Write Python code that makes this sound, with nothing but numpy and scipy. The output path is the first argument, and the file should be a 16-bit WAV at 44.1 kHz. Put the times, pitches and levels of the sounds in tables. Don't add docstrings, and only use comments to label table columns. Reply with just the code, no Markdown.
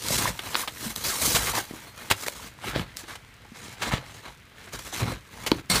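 import sys
import numpy as np
from scipy import signal
from scipy.fft import rfft, irfft, next_fast_len
from scipy.io import wavfile
from scipy.ndimage import uniform_filter1d, map_coordinates

SR = 44100
rng = np.random.default_rng(int(sys.argv[2]) if len(sys.argv) > 2 else 0)


def transcribe(signal):
    frames = np.atleast_2d(signal).T
    limited = np.clip(frames, -1, 1)
    pcm = np.round(limited * 32767).astype(np.int16)
    wavfile.write(sys.argv[1], SR, pcm)


N = 255780

# frequency in Hz, relative spectral density in dB.
FELT_SPECTRUM = [(100, -26.5), (170, -5.5), (300, -2), (520, -1.5), (750, -0.5), (1450, 0.5), (1850, -0.5),
                 (2200, -0.5), (2900, -5.5), (4000, -5), (8000, -43), (16000, -63)]
GRIT_SPECTRUM = [(1200, -20), (2600, -8), (3800, 0), (6600, 0.5), (9000, -2.5), (13000, -5.5), (16000, -9)]
RUMBLE_SPECTRUM = [(20, -39), (36, -10), (50, 1), (90, 1), (170, -4.5), (270, -9), (450, -14),
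                   (1200, -56.5)]


def pull_levels():
    # start, length and rise in seconds, then rasp, grit and deck in dB.
    pulls = [(0.0, 0.24, 0.095, -32.5, -27.5, -35.5), (0.203, 0.081, 0.012, -28.5, -28.5, -34),
             (0.382, 0.22, 0.07, -39, -42, -47.5), (.556, 0.062, .005, -34, -31.5, -49),
             (0.714, 0.19, 0.13, -39, -37, -42.5), (0.955, 0.073, 0.0065, -42.5, -39.5, -43),
             (1.036, .13, .006, -36, -30.5, -43), (1.162, 0.2, 0.068, -31.5, -24.5, -36.5),
             (1.377, 0.14, .005, -32.5, -31, -39), (1.516, .07, 0.041, -28, -29.5, -40),
             (1.653, 0.23, 0.013, -48.5, -50, -53), (1.929, 0.15, 0.067, -44, -47.5, -51),
             (2.147, 0.092, 0.033, -42.5, -39, -56), (2.261, 0.014, 0.0023, -37.5, -34.5, -47),
             (2.313, 0.16, 0.0093, -44.5, -44, -50), (2.618, 0.091, 0.056, -34.5, -40, -42.5),
             (2.72, .083, 0.041, -31, -41.5, -30), (2.968, 0.033, 0.0073, -45, -40.5, -55),
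             (3.032, 0.091, 0.079, -39.5, -43, -47), (3.39, .065, .03, -54, -63, -58),
             (3.506, 0.22, 0.086, -45.5, -46, -48), (3.795, 0.1, 0.031, -33, -37.5, -38.5),
             (3.901, 0.055, 0.021, -26.5, -37.5, -36.5), (4.027, 0.28, 0.032, -50, -52, -54),
             (4.215, 0.073, 0.031, -43, -54, -51), (4.544, 0.14, 0.038, -48.5, -55.5, -54),
             (4.718, 0.036, 0.021, -39.5, -38.5, -41), (4.797, 0.15, 0.011, -46.5, -44, -52),
             (4.921, 0.084, 0.0062, -35.5, -37, -41.5), (4.995, .13, 0.02, -34.5, -42.5, -32),
             (5.214, 0.32, 0.22, -43.5, -47.5, -44.5), (5.522, .07, 0.0064, -44, -49.5, -42),
             (5.696, 0.093, .006, -29.5, -30.5, -31.5)]
    rest_db, trickle_db = [-58.5, -69.5, -57.5], [-14.5, -14.5, -19]
    swell_db, stop_db_per_s, trickle_db_per_s = 13.5, 377, 48
    t = np.arange(0, N, 32) / SR
    levels = np.outer(rest_db, np.ones(len(t)))
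    for start, length, rise, *layer_db in pulls:
        attack = swell_db * np.minimum((t - start) / rise - 1, 0)
        after = np.maximum(t - start - length, 0)
        trickle = np.add.outer(trickle_db, -trickle_db_per_s * after)
        release = np.maximum(-stop_db_per_s * after, trickle)
        levels = np.maximum(levels, np.add.outer(layer_db, attack) + release)
    return curves(np.column_stack([t, *levels]))


def shingle_drag(rasp_db, grit_db, deck_db):
    slip_db = 1.6 * wobble(45) + 1.6 * wobble(220)
    rate = 5000 * amp(.55 * (grit_db + 34.5))
    grit = moving_contact(grains(1.2 * rate, spread_db=3.5, smooth=0.68), depth_db=1.95)
    grit *= unit(amp(slip_db))
    rasp = moving_contact(grains(.4 * rate, spread_db=3, smooth=0.8), depth_db=2)
    rasp *= unit(amp(slip_db + 1.44 * wobble(90)))
    deck = grains(500, spread_db=4, smooth=0.61) * unit(amp(1.2 * slip_db))
    return (tint(grit * amp(grit_db - 0.1), GRIT_SPECTRUM)
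            + tint(rasp * amp(rasp_db - 0.12), FELT_SPECTRUM)
            + tint(deck * amp(deck_db), RUMBLE_SPECTRUM))


def moving_contact(x, depth_db, size=512):
    spectra = signal.stft(x, nperseg=size)[2]
    field = uniform_filter1d(rng.standard_normal(spectra.shape), size=5, axis=0)
    field = uniform_filter1d(field, size=7, axis=1)
    return unit(signal.istft(spectra * amp(depth_db * unit(field)), nperseg=size)[1][:N])


def cracks_and_scuffs():
    # time in seconds, body and treble levels in dB.
    cracks = [(.038, -41, -32), (.085, -37, -22.5), (0.5456, -27.5, -38), (0.5538, -18.5, -40),
              (0.9615, -40, -26), (2.113, -18.5, -19), (2.1205, -22, -28.5), (2.2828, -26.5, -23.5),
              (2.761, -26, -45), (2.795, -29, -44), (2.970, -42, -29.5), (5.5165, -18.5, -30)]
    # start and length in seconds, body and treble levels in dB.
    scuffs = [(0.181, 0.0095, -30, -23), (.391, .003, -27.5, -36), (.675, 0.0091, -28.5, -38.5),
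              (1.348, 0.021, -20.5, -26.5), (2.1008, .021, -22.5, -27), (3.154, 0.0056, -37, -40.5),
              (3.819, 0.012, -29, -32.5), (4.789, 0.0057, -36, -36), (5.463, 0.014, -26, -28)]
    # frequency in Hz, relative spectral density in dB.
    body_spectrum = [(80, -19.5), (300, -1.5), (800, 1), (1500, 1.5), (2700, 0), (3800, -1.5), (5500, -11),
                     (7500, -37), (16000, -39)]
    strain_lead_s, strain_db = 0.0049, -13
    body, treble = np.zeros(N), np.zeros(N)
    t = np.arange(SR // 8) / SR
    crumble = amp(-60 * t / 0.011)
    for start, body_db, treble_db in cracks:
        weight = np.sqrt(0.0033 * SR)
        add(body, start, weight * amp(body_db) * burst(crumble, spike=0.57))
        add(treble, start, weight * amp(treble_db) * burst(crumble, spike=0.81))
        add(treble, start - strain_lead_s, weight * amp(treble_db + strain_db) * burst(crumble))
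    for start, length, body_db, treble_db in scuffs:
        stroke = onset(t, 0.00033) * amp(-60 * np.maximum(t - length, 0) / 0.044)
        weight = np.sqrt(0.99 * length * SR)
        add(body, start, weight * amp(body_db) * burst(stroke))
        add(treble, start, weight * amp(treble_db) * burst(stroke))
    return tint(body, body_spectrum) + tint(treble, GRIT_SPECTRUM)


def shingle_slaps(rasp_db):
    # time in seconds, level in dB, pitch in Hz.
    hits = [(.105, -18, 595), (.2555, -12, 1020), (.635, -24, 1105), (1.574, -22, 1150),
            (2.263, -24.5, 1840), (2.282, -21.5, 590), (2.397, -33.5, 990), (2.588, -38, 1000),
            (2.642, -24, 824), (2.761, -18.5, 620), (4.725, -36, 1180), (5.121, -22.5, 510),
            (5.517, -12, 900)]
    slaps = np.zeros(N)
    t = np.arange(SR // 12) / SR
    for start, db, hz in hits + random_flaps(rasp_db):
        upper_hz = hz * rng.uniform(1.32, 1.8)
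        bend = np.sin(2 * np.pi * hz * t) + 0.21 * np.sin(2 * np.pi * upper_hz * t)
        edge = 0.21 * amp(-60 * t / 0.0092) * rng.standard_normal(len(t))
        add(slaps, start, amp(db - 60 * t / 0.023) * (bend + edge) * onset(t, 0.00035))
    return slaps


def random_flaps(rasp_db, per_s=22, over_rasp_db=6, scatter_db=2, hz=900, scatter_octaves=0.532):
    samples = np.flatnonzero(rng.random(N) < per_s / SR)
    scatter = rng.standard_normal((len(samples), 2))
    return [(i / SR, rasp_db[i] + over_rasp_db + scatter_db * a, hz * 2 ** (scatter_octaves * b))
            for i, (a, b) in zip(samples, scatter)]


def deck_thumps():
    # time in seconds, relative level in dB, pitch in Hz, T60 in seconds.
    thumps = [(0.106, -22, 151, 0.028), (0.191, -18, 150, 0.023), (.303, -23.5, 172, 0.033),
              (.828, -33, 294, 0.045), (.862, -30.5, 218, 0.11), (1.277, -21, 273, 0.028),
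              (1.345, -15.5, 132, 0.021), (1.385, -28, 58, .2), (1.71, -20.5, 255, 0.012),
              (1.737, -24, 280, 0.014), (2.11, -22.5, 96, 0.08), (2.7601, -15, 253, 0.017),
              (2.796, -18.5, 160, 0.045), (3.036, -41, 340, 0.07), (3.519, -33.5, 219, 0.032),
              (3.936, -9, 119, 0.023), (5.026, -19, 100, 0.06), (5.5178, -3.5, 306, .018),
              (5.7, -26.5, 186, .2)]
    # frequency and bandwidth in Hz, relative gain in dB.
    deck_modes = [(75, 25, -16), (180, 18, -4.5), (279, 7.3, 1.5), (310, 12, -11), (423, 16, -3),
                  (540, 17, 1), (630, 30, 8), (754, 50, 14)]
    blows = np.zeros(N)
    t = np.arange(SR // 3) / SR
    for start, db, hz, t60 in thumps:
        add(blows, start, amp(db + 2 - 60 * t / t60) * np.sin(2 * np.pi * hz * t) * onset(t, 0.00065))
    return blows + amp(-6) * resonate(blows, deck_modes)


def tool_taps():
    # time in seconds, relative level in dB, pitch in Hz.
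    strikes = [(0.393, -9, 3400), (0.546, -7, 4230), (.554, -4, 4180), (2.113, 4, 2760),
               (2.2833, -13, 3800), (4.931, -29, 4000), (5.5168, -4, 4400)]
    taps = np.zeros(N)
    t = np.arange(SR // 50) / SR
    for start, db, hz in strikes:
        add(taps, start, amp(db - 2 - 60 * t / 0.0035) * np.sin(2 * np.pi * hz * t) * onset(t, 0.00023))
    return taps


def shovel(grit_db):
    # frequency and bandwidth in Hz, gain in dB.
    blade_modes = [(2140, 81, -5), (3700, 40, -2), (4350, 410, -3), (4405, 14, -10), (5600, 36, -2.5),
                   (6420, 40, -15), (7600, 26, 2), (8100, 90, -3), (8960, 40, -5)]
    # start in seconds, relative level in dB, T60 in seconds.
    stabs = [(5.6985, -22.5, 0.073), (5.712, -26.5, 0.1), (5.754, -25.5, 0.15)]
    rub_db, rub_until_s = -5.5, 2.9
    near = np.arange(N) / SR < rub_until_s
    rubbing = near * amp(grit_db + rub_db) * grains(2500, spread_db=3, smooth=.5)
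    force = np.zeros(N)
    t = np.arange(SR // 4) / SR
    for start, db, t60 in stabs:
        add(force, start, amp(db - 60 * t / t60) * onset(t, 0.00071))
    crunch = force * grains(12000, spread_db=4.5, smooth=0.97)
    ring = resonate(rubbing + amp(20.5) * crunch, blade_modes)
    return ring + amp(-4.5) * tint(crunch, GRIT_SPECTRUM) + amp(1) * tint(crunch, FELT_SPECTRUM)


def stray_granules():
    return amp(-68) * tint(grains(rate=22, spread_db=1, smooth=0), GRIT_SPECTRUM)


def distance_shelf(x, corner_hz=9700):
    # time in seconds, gain in dB.
    top_gains = [(0, -3), (.4, 2), (.62, 3), (1.1, 2.5), (2.1, 1), (3.8, -7.5), (4.15, -4.5), (5.8, -1)]
    top_db, = curves(top_gains)
    top = signal.sosfiltfilt(signal.butter(2, corner_hz, "highpass", fs=SR, output="sos"), x)
    return x + (amp(top_db) - 1) * top


def whistle():
    # start and length in seconds, starting pitch in Hz, peak level in dB.
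    notes = [(1.864, 0.076, 4300, -51)]
    sound = np.zeros(N)
    for start, length, hz, db in notes:
        progress = np.arange(round(length * SR)) / (length * SR)
        phase = 2 * np.pi * np.cumsum(hz * (1 - .028 * progress)) / SR
        add(sound, start, amp(db) * np.sin(np.pi * np.sqrt(progress)) * np.sin(phase))
    return sound


def wall_echo(x):
    # frequency in Hz, T60 in seconds.
    decay_times = [(100, 0.34), (1500, 0.14), (12000, 0.14)]
    hz, t, spectra = signal.stft(rng.standard_normal(SR // 2), SR, nperseg=256)
    decay = amp(-60 * t / along(decay_times, hz)[:, None])
    tail = signal.istft(spectra * decay, SR, nperseg=256)[1]
    return signal.fftconvolve(x, tail / np.linalg.norm(tail))[:N]


def street():
    # frequency in Hz, relative spectral density in dB.
    traffic_spectrum = [(18, -30), (32, -5), (55, -2), (105, -2), (160, -10), (350, -19.5), (740, -21),
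                        (1300, -15.5), (2050, -13), (3500, -20.5), (6000, -29), (16000, -35)]
    traffic = amp(-53 + .8 * wobble(2.06)) * tint(rng.standard_normal(N), traffic_spectrum)
    wind = amp(-64.5 + 4.4 * wobble(12)) * tint(rng.standard_normal(N), RUMBLE_SPECTRUM)
    return traffic + wind


def grains(rate, spread_db, smooth):
    sizes = amp(spread_db * np.clip(rng.standard_normal(N), -2, 2)) * rng.choice([-1, 1], N)
    hits = (rng.random(N) < rate / SR) * sizes / np.sqrt(rate)
    return unit(unit(hits) + smooth * rng.standard_normal(N))


def burst(envelope, spike=0):
    noise = unit(envelope * rng.standard_normal(len(envelope))) / np.sqrt(len(envelope))
    noise[0] += spike
    return noise / np.linalg.norm(noise)


def resonate(x, modes):
    size = next_fast_len(N + SR)
    f = np.fft.rfftfreq(size, 1 / SR)
    response = sum(amp(db) * 1j * f * width / (hz * hz - f * f + 1j * f * width)
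                   for hz, width, db in modes)
    return irfft(rfft(x, size) * response, size)[:N]


def tint(x, spectrum, size=8192):
    gain = unit(amp(along(spectrum, np.fft.rfftfreq(size, 1 / SR))))
    cepstrum = irfft(np.log(gain + 1e-6))
    cepstrum[1:size // 2] *= 2
    cepstrum[size // 2 + 1:] = 0
    return signal.fftconvolve(x, irfft(np.exp(rfft(cepstrum))))[:N]


def onset(t, tau_s):
    return 1 - np.exp(-t / tau_s)


def amp(db):
    return 10 ** (np.asarray(db) / 20)


def unit(x):
    return x / np.sqrt(np.mean(x ** 2) + 1e-20)


def along(points, hz):
    knots_hz, values = np.transpose(points)
    return np.interp(np.log(hz + 1), np.log(knots_hz + 1), values)


def curves(rows):
    times, *columns = np.transpose(rows)
    return [np.interp(np.arange(N) / SR, times, column) for column in columns]


def wobble(rate):
    return map_coordinates(rng.standard_normal(int(N * rate / SR) + 4), [np.arange(N) * rate / SR])


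def add(track, start, sound):
    part = track[max(round(start * SR), 0):][:len(sound)]
    part += sound[:len(part)]


def scene():
    rasp_db, grit_db, deck_db = pull_levels()
    sliding = shingle_drag(rasp_db, grit_db, deck_db) + shovel(grit_db) + stray_granules()
    impacts = cracks_and_scuffs() + tool_taps() + deck_thumps() + shingle_slaps(rasp_db)
    direct = distance_shelf(sliding + impacts) + whistle()
    return (direct + amp(-12.5) * wall_echo(direct) + street())[None]


def record(dry):
    low_hz, top_hz = 38, 15500
    size = next_fast_len(N + SR // 2)
    hz = np.fft.rfftfreq(size, 1 / SR)
    thinned = signal.sosfilt(signal.butter(3, low_hz, "highpass", fs=SR, output="sos"), dry)
    return irfft(rfft(thinned, size) * (hz < top_hz), size)[:, :N]


dry = scene()
out = record(dry)
transcribe(out)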